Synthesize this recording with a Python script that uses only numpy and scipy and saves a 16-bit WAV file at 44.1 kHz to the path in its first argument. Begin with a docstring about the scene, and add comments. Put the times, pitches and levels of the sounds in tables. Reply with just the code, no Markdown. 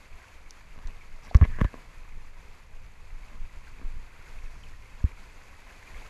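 """An open fibreglass water flume: a rider slides down it with a camera in a waterproof housing.
The water film rushes under the body: bubbles and fizz in shaped hiss. Wind and, for a moment, the rider's
movement make a low rumble with slow gusts. In a bend, water and knocks hit the housing: low swings make
dull thumps, noise and clicks through its resonances make splashy slaps and knocks. Rubs and short spray
are bands of hiss, drops and fine spatter tick brightly, and bursting bubbles plop as rising tones."""
import sys
import numpy as np
from scipy import signal
from scipy.fft import rfft, irfft
from scipy.io import wavfile

SR = 44100
rng = np.random.default_rng(int(sys.argv[2]) if len(sys.argv) > 2 else 0)


def pcm_store(signal):
    """Save signal as 16-bit PCM."""
    levels = np.round(np.clip(np.atleast_2d(signal), -1, 1) * 32767)
    wavfile.write(sys.argv[1], SR, levels.astype(np.int16).T)


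N = 268569
TIME = np.arange(N) / SR
FALL_60_DB = np.log(1000)   # a fall of 60 dB, as an exponent


def from_db(db):
    """Turn decibels into gain."""
    return 10 ** (np.asarray(db) / 20)


def rms_one(x):
    """Scale to an rms of 1."""
    return x / np.sqrt(np.mean(x ** 2) + 1e-20)


def curve(rows):
    """Draw straight lines between (seconds, dB) points, giving a value at every sample."""
    seconds, db = np.transpose(rows)
    return np.interp(TIME, seconds, db)


def add(out, s, sound):
    """Mix a short sound in, starting at s seconds."""
    at = max(round(s * SR), 0)
    out[at:at + len(sound)] += sound[:N - at]


def drift(rate_hz):
    """Wander at random around zero with an rms of 1, smoothly above the given rate."""
    step = 40   # samples between points of the slow curve
    pole = np.exp(-2 * np.pi * rate_hz * step / SR)
    noise = rng.standard_normal(N // step + 2002)
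    slow = signal.lfilter([1], [1, -2 * pole, pole * pole], noise)[2000:]   # skip the filter's start
    return np.interp(np.arange(N) / step, np.arange(len(slow)), rms_one(slow))


def colour(x, spectrum):
    """Give a steady sound the balance of low and high in a spectrum; rms 1."""
    hz, db = np.transpose(spectrum)
    bins = np.maximum(np.fft.rfftfreq(N, 1 / SR), 1)
    gain_db = np.interp(np.log(bins), np.log(hz), db, left=-200, right=-200)
    return rms_one(irfft(rfft(x) * from_db(gain_db), N))


def resonate(x, hz, width_hz):
    """Ring at one pitch, with gain 1 there; the narrower the width, the longer the ring."""
    r = np.exp(-np.pi * width_hz / SR)
    push = np.array([1, 0, -1]) * (1 - r * r) / 2
    ring = [1, -2 * r * np.cos(2 * np.pi * hz / SR), r * r]
    return signal.lfilter(push, ring, x + 1e-18)


def dull(x, hz):
    """A soft contact rounds off the treble: two gentle low-passes in a row."""
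    pole = signal.butter(1, hz, fs=SR, output="sos")
    return signal.sosfilt(pole, signal.sosfilt(pole, x))


def swing(hz, t60, push_s):
    """A brief push sets the air in the housing swinging until it dies away; peak 1."""
    t = TIME[:SR // 3]
    air = resonate(t * np.exp(-t / push_s), hz, FALL_60_DB / np.pi / t60)
    return air / np.abs(air).max()


def froth(per_s, low_hz, high_hz, cycles, spread_db, count=24):
    """Bubbles born at random each ring for some cycles at one of several pitches; rms 1."""
    born = np.flatnonzero(rng.random(N) < per_s / SR)
    size_db = spread_db * np.minimum(rng.exponential(1, len(born)), 4)
    sizes = from_db(size_db) * rng.choice([-1, 1], len(born))
    dealt = rng.integers(0, count, len(born))   # which pitch each bubble gets
    out = np.zeros(N)
    for k, hz in enumerate(np.geomspace(low_hz, high_hz, count)):
        births = np.bincount(born, sizes * (dealt == k), N)
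        out += resonate(births, hz, hz * FALL_60_DB / np.pi / cycles)
    return rms_one(out)


# How strongly the water flows under the rider. Each row: time in seconds, strength in dB.
FLOW_STRENGTH = [(0.0, -59.5), (0.54, -59.5), (1.25, -60), (1.47, -57), (1.81, -57.5), (2.05, -60),
                 (2.95, -61.5), (3.43, -59.5), (3.85, -59), (4.16, -59), (4.32, -57.5), (4.87, -59.5),
                 (5.12, -57.5), (5.66, -58), (5.97, -54), (6.09, -56)]
# Balance of the rushing water. Each row: frequency in Hz, relative level in dB per Hz.
RUSH_SPECTRUM = [(150, 1), (250, -1.5), (344, -3), (445, -1.5), (500, -0.5), (551, -3), (766, -3),
                 (1040, 1.5), (1160, -2), (1860, -2), (2110, 1), (2590, -1.5), (2850, -11), (3200, -13.5),
                 (4160, -21), (7040, -120)]
# Balance of the fine spray. Each row: frequency in Hz, relative level in dB per Hz.
SPRAY_SPECTRUM = [(1650, -41), (2800, -3), (3890, -5.5), (4500, -3), (5430, -8.5), (6710, -5),
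                  (9010, -14.5), (10300, -11.5), (12300, -13.5), (13000, -16)]
RUSH_DB = 2.5   # the rush, relative to the flow strength
CRUISE_DB, SPRAY_DB = -59.5, -66   # the usual flow strength; the spray at that flow
SPRAY_FOLLOWS = 1   # share of the flow's changes in dB that the spray follows


def water():
    """The sheet of water under the rider: bubbles and fizz in smooth hiss, surging together."""
    flow_db = curve(FLOW_STRENGTH)
    surge_db = drift(11.4)
    bubbles = froth(700, 389.4, 2966, cycles=41, spread_db=5.0, count=40)
    fizz = froth(4000, 3250, 8300, cycles=12, spread_db=7.0)
    rush = colour(rng.standard_normal(N) + from_db(-6.5 - 7.5) * bubbles, RUSH_SPECTRUM)
    spray = colour(rng.standard_normal(N) + from_db(-10) * fizz, SPRAY_SPECTRUM)
    rush_db = flow_db + RUSH_DB + surge_db + 0.18 * drift(35)
    spray_db = SPRAY_DB + SPRAY_FOLLOWS * (flow_db - CRUISE_DB) + surge_db
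    return rush * from_db(rush_db) + spray * from_db(spray_db)


# Strength of the low rumble at the microphone, from wind and, around 1.4-1.6 s, the rider's
# movement. Each row: time in seconds, strength in dB.
RUMBLE_STRENGTH = [(0.0, -58), (0.57, -58.5), (0.76, -54), (1.22, -55), (1.41, -41.5), (1.51, -40.5),
                   (1.7, -53), (2.03, -54.5), (2.46, -55.5), (2.92, -54), (3.99, -51.5), (4.1, -54.5),
                   (5.12, -50.5), (5.41, -58.5), (6.09, -52.5)]
# Balance of the rumble. Each row: frequency in Hz, relative level in dB per Hz.
RUMBLE_SPECTRUM = [(8.8, -16.5), (15, 2), (28, -12), (62, -19.5), (97, -25), (344, -50), (400, -49.5),
                   (520, -72), (880, -120)]
# Single gusts. Each row: start in seconds, peak level in dB.
GUST_TIMES = [(0.851, -23), (2.278, -39), (2.733, -35.5), (3.126, -30.5), (3.214, -32), (3.401, -33.5),
              (3.843, -25), (4.437, -29.5)]
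RUMBLE_DB, FLUTTER_DB = 11.5, 2   # the rumble, relative to its strength curve; its unsteadiness (rms)
GUST_HZ, GUST_T60_S, GUST_PUSH_S = 17.5, 0.25, 0.0043   # every gust is the same slow swing


def rumble():
    """Wind eddies and the rider's movement make a lumpy rumble, with a slow swing for each gust."""
    level_db = curve(RUMBLE_STRENGTH) + RUMBLE_DB + FLUTTER_DB * drift(11.4)
    out = colour(rng.standard_normal(N), RUMBLE_SPECTRUM) * from_db(level_db)
    for s, peak_db in GUST_TIMES:
        add(out, s, from_db(peak_db) * swing(GUST_HZ, GUST_T60_S, GUST_PUSH_S))
    return out


# Bright ticks: single drops, and the fine high spatter of two slaps (at 1.6185 and 1.6455 s).
# Each row: start in seconds, peak level in dB, main pitch in Hz, treble limit in Hz.
BRIGHT_TICKS = [(0.5079, -30.5, 5500, 14100), (0.8732, -38, 4940, 7500), (1.3477, -32, 5470, 8900),
                (1.3540, -42, 5400, 8000), (1.3685, -33, 5400, 7900), (1.6185, -49, 11500, 14000),
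                (1.6455, -49, 11500, 14000)]
TICK_T60_S = 0.006


def ticks():
    """Water shatters on the shell in a few milliseconds of bright spatter."""
    out, t = np.zeros(N), TIME[:SR // 20]
    for s, peak_db, hz, top_hz in BRIGHT_TICKS:
        spatter = rng.standard_normal(len(t)) * np.exp(-FALL_60_DB * t / TICK_T60_S)
        bright = resonate(resonate(spatter, hz, 1600), hz, 7000)
        tick = signal.sosfilt(signal.butter(4, top_hz, fs=SR, output="sos"), bright)
        add(out, s, from_db(peak_db) * tick / np.abs(tick).max())
    return out


# Resonances of the housing. Each row: pitch in Hz, width in Hz, relative level in dB.
HOUSING_MODES = [(229, 95, 9), (426, 110, 0.5), (584, 210, -1.5), (1073, 186, 6), (1220, 64, -17),
                 (1657, 260, 2.5), (2010, 54, 1), (2430, 55, -42), (3440, 820, -31), (5600, 770, -10),
                 (11900, 4800, -9.5)]


def housing(force):
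    """The housing rings with all its resonances at once when a force hits it."""
    return sum(from_db(db) * resonate(force, hz, width_hz) for hz, width_hz, db in HOUSING_MODES)


def spattered_shell():
    """Dense tiny impacts, strongly uneven in strength, keep the housing ringing."""
    return housing(rng.standard_normal(N) * from_db(9.3 * drift(310)))


def splash(shell, s, rise_s, t60, dull_hz):
    """The spattered shell's sound swells up to time s and dies away; its rms would be 1 if steady."""
    before, after = (s - TIME) / rise_s, (TIME - s) * FALL_60_DB / t60
    fade = np.where(TIME < s, before, after)
    return rms_one(dull(shell, dull_hz)) * np.exp(-np.minimum(fade, 30))


# Water washing over the housing. Each row: time of the peak in seconds, rms level there in dB,
# frequency in Hz above which it is dull.
WASH_TIMES = [(0.780, -49.5, 4000), (0.869, -51.5, 4000), (1.250, -48, 8000), (1.385, -38.5, 1000),
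              (1.764, -46, 1200), (3.33, -51, 1800), (3.56, -60.5, 400), (3.819, -48.5, 1210),
              (5.115, -56, 3000)]
WASH_RISE_S, WASH_T60_S = 0.023, 0.19


def washes(shell):
    """Water running over the housing spatters it in a longer burst."""
    return sum(from_db(level_db) * splash(shell, s, WASH_RISE_S, WASH_T60_S, dull_hz)
               for s, level_db, dull_hz in WASH_TIMES)


# Bands of rubbing or spray: squeaky rubs when low, short hisses of spray when high.
# Each row: middle in seconds, rms level there in dB,
# half length in seconds (spread of a bell curve), pitch in Hz.
RUB_AND_SPRAY_BANDS = [(1.250, -60.5, 0.016, 5000), (1.305, -58.5, 0.0084, 3980),
                       (1.443, -35, 0.0046, 2040), (1.541, -50.5, 0.03, 1780), (1.6, -47, 0.015, 1620),
                       (1.66, -50, 0.027, 1630), (4.52, -70.5, 0.16, 5600)]
BAND_HZ, BAND_WIDTH_HZ = 1700, 230   # band width at this pitch; it grows with the square of the pitch


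def rubs_and_spray():
    """Uneven noise swells in one band: narrow and squeaky when low, wide and hissy when high."""
    uneven = rng.standard_normal(N) * from_db(2.5 * drift(200))
    out = np.zeros(N)
    for s, level_db, half_s, hz in RUB_AND_SPRAY_BANDS:
        width_hz = BAND_WIDTH_HZ * (hz / BAND_HZ) ** 2
        band = rms_one(resonate(resonate(uneven, hz, width_hz), hz, 2 * width_hz))
        swell = np.exp(-((TIME - s) / half_s) ** 2 / 2)
        out += from_db(level_db) * band * swell
    return out


# Bubbles bursting close by. Each row: start in seconds, peak level in dB, starting pitch in Hz.
BUBBLE_BURSTS = [(1.3120, -33, 716), (3.6707, -46, 1580), (4.636, -45.5, 3060), (5.9455, -42.5, 2080),
                 (6.017, -45, 854)]
PLOP_T60_S = 0.017


def plops():
    """A bubble swells quickly and rings out, rising a little in pitch."""
    out, t = np.zeros(N), TIME[:SR // 8]
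    for s, peak_db, hz in BUBBLE_BURSTS:
        shape = (1 - np.exp(-t * hz / 0.75)) * np.exp(-FALL_60_DB * t / PLOP_T60_S)
        tone = np.sin(2 * np.pi * hz * t * (1 + 0.013 * t / PLOP_T60_S))
        add(out, s, from_db(peak_db) * tone * shape / shape.max())
    return out


# Wet knocks, each a click with a slap of water. Each row: start in seconds, click peak in dB,
# slap rms at its peak in dB, slap rise in seconds, frequency in Hz above which both are dull.
WET_KNOCKS = [(1.3466, -16.5, -27, 0.00058, 4000), (1.3501, -20, -24.5, 0.0011, 2500),
              (1.4135, -16.5, -33, .001, 1180), (1.4261, -32, -30.5, .005, 1400),
              (1.4522, -23, -33, .009, 2190), (1.587, -28, -36, .001, 1290), (1.608, -33, -25, .006, 1900),
              (1.6140, -26.5, -27, 0.0027, 3070), (1.647, -39, -32, 0.0099, 2760),
              (1.6501, -25, -33, .002, 1280), (1.7422, -34, -35, 0.0065, 600), (5.042, -27, -55, .003, 141)]
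SLAP_LAG_S, SLAP_T60_S = 0.0011, 0.027   # the slap peaks just after the click and dies quickly


def knocks():
    """A hard contact is one click; the softer it is, the duller the ring of the housing."""
    out = np.zeros(N)
    for s, peak_db, _, _, dull_hz in WET_KNOCKS:
        ring = housing(dull(signal.unit_impulse(SR // 10), dull_hz))
        add(out, s, from_db(peak_db) * ring / np.abs(ring).max())
    return out


def slaps(shell):
    """The slap of water with each knock spatters the housing in a short burst."""
    return sum(from_db(slap_db) * splash(shell, s + SLAP_LAG_S, rise_s, SLAP_T60_S, dull_hz)
               for s, _, slap_db, rise_s, dull_hz in WET_KNOCKS)


# Low thumps on the housing; the one at 1.616 s has a slower, deeper tail at 1.624 s.
# Each row: start in seconds, peak level in dB, pitch in Hz,
# number of swings until it has died away (by 60 dB).
LOW_THUMPS = [(1.3510, -2.5, 62, 2.6), (1.4135, -6.5, 97, 5.6), (1.4265, -6, 71.6, 2.67),
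              (1.6158, -11.5, 131, 2.25), (1.6239, -17, 30, 1.56), (1.6486, -13.5, 35.4, 0.95),
              (5.0408, -12, 72, 4.1)]
PUSH_SHARE = 0.055   # the push time, as a share of the time that the swing takes to die away


def thumps():
    """Each thump or tail is a low swing; the sooner it dies, the more abrupt its push."""
    out = np.zeros(N)
    for s, peak_db, hz, swings in LOW_THUMPS:
        t60 = swings / hz
        add(out, s, from_db(peak_db) * swing(hz, t60, PUSH_SHARE * t60))
    return out


def scene():
    """Water and rumble run all along, with bubbles, rubs, spray and hits on the housing on top."""
    shell = spattered_shell()   # washes and slaps share it
    close = ticks() + washes(shell) + rubs_and_spray() + knocks() + slaps(shell) + thumps()
    return (water() + rumble() + plops() + close)[None]


def record(dry):
    """Cut the top treble steeply above 12.9 kHz."""
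    steep = signal.ellip(10, .2, 70, 12900, fs=SR, output="sos")
    return signal.sosfilt(steep, dry)


dry = scene()
out = record(dry)
pcm_store(out)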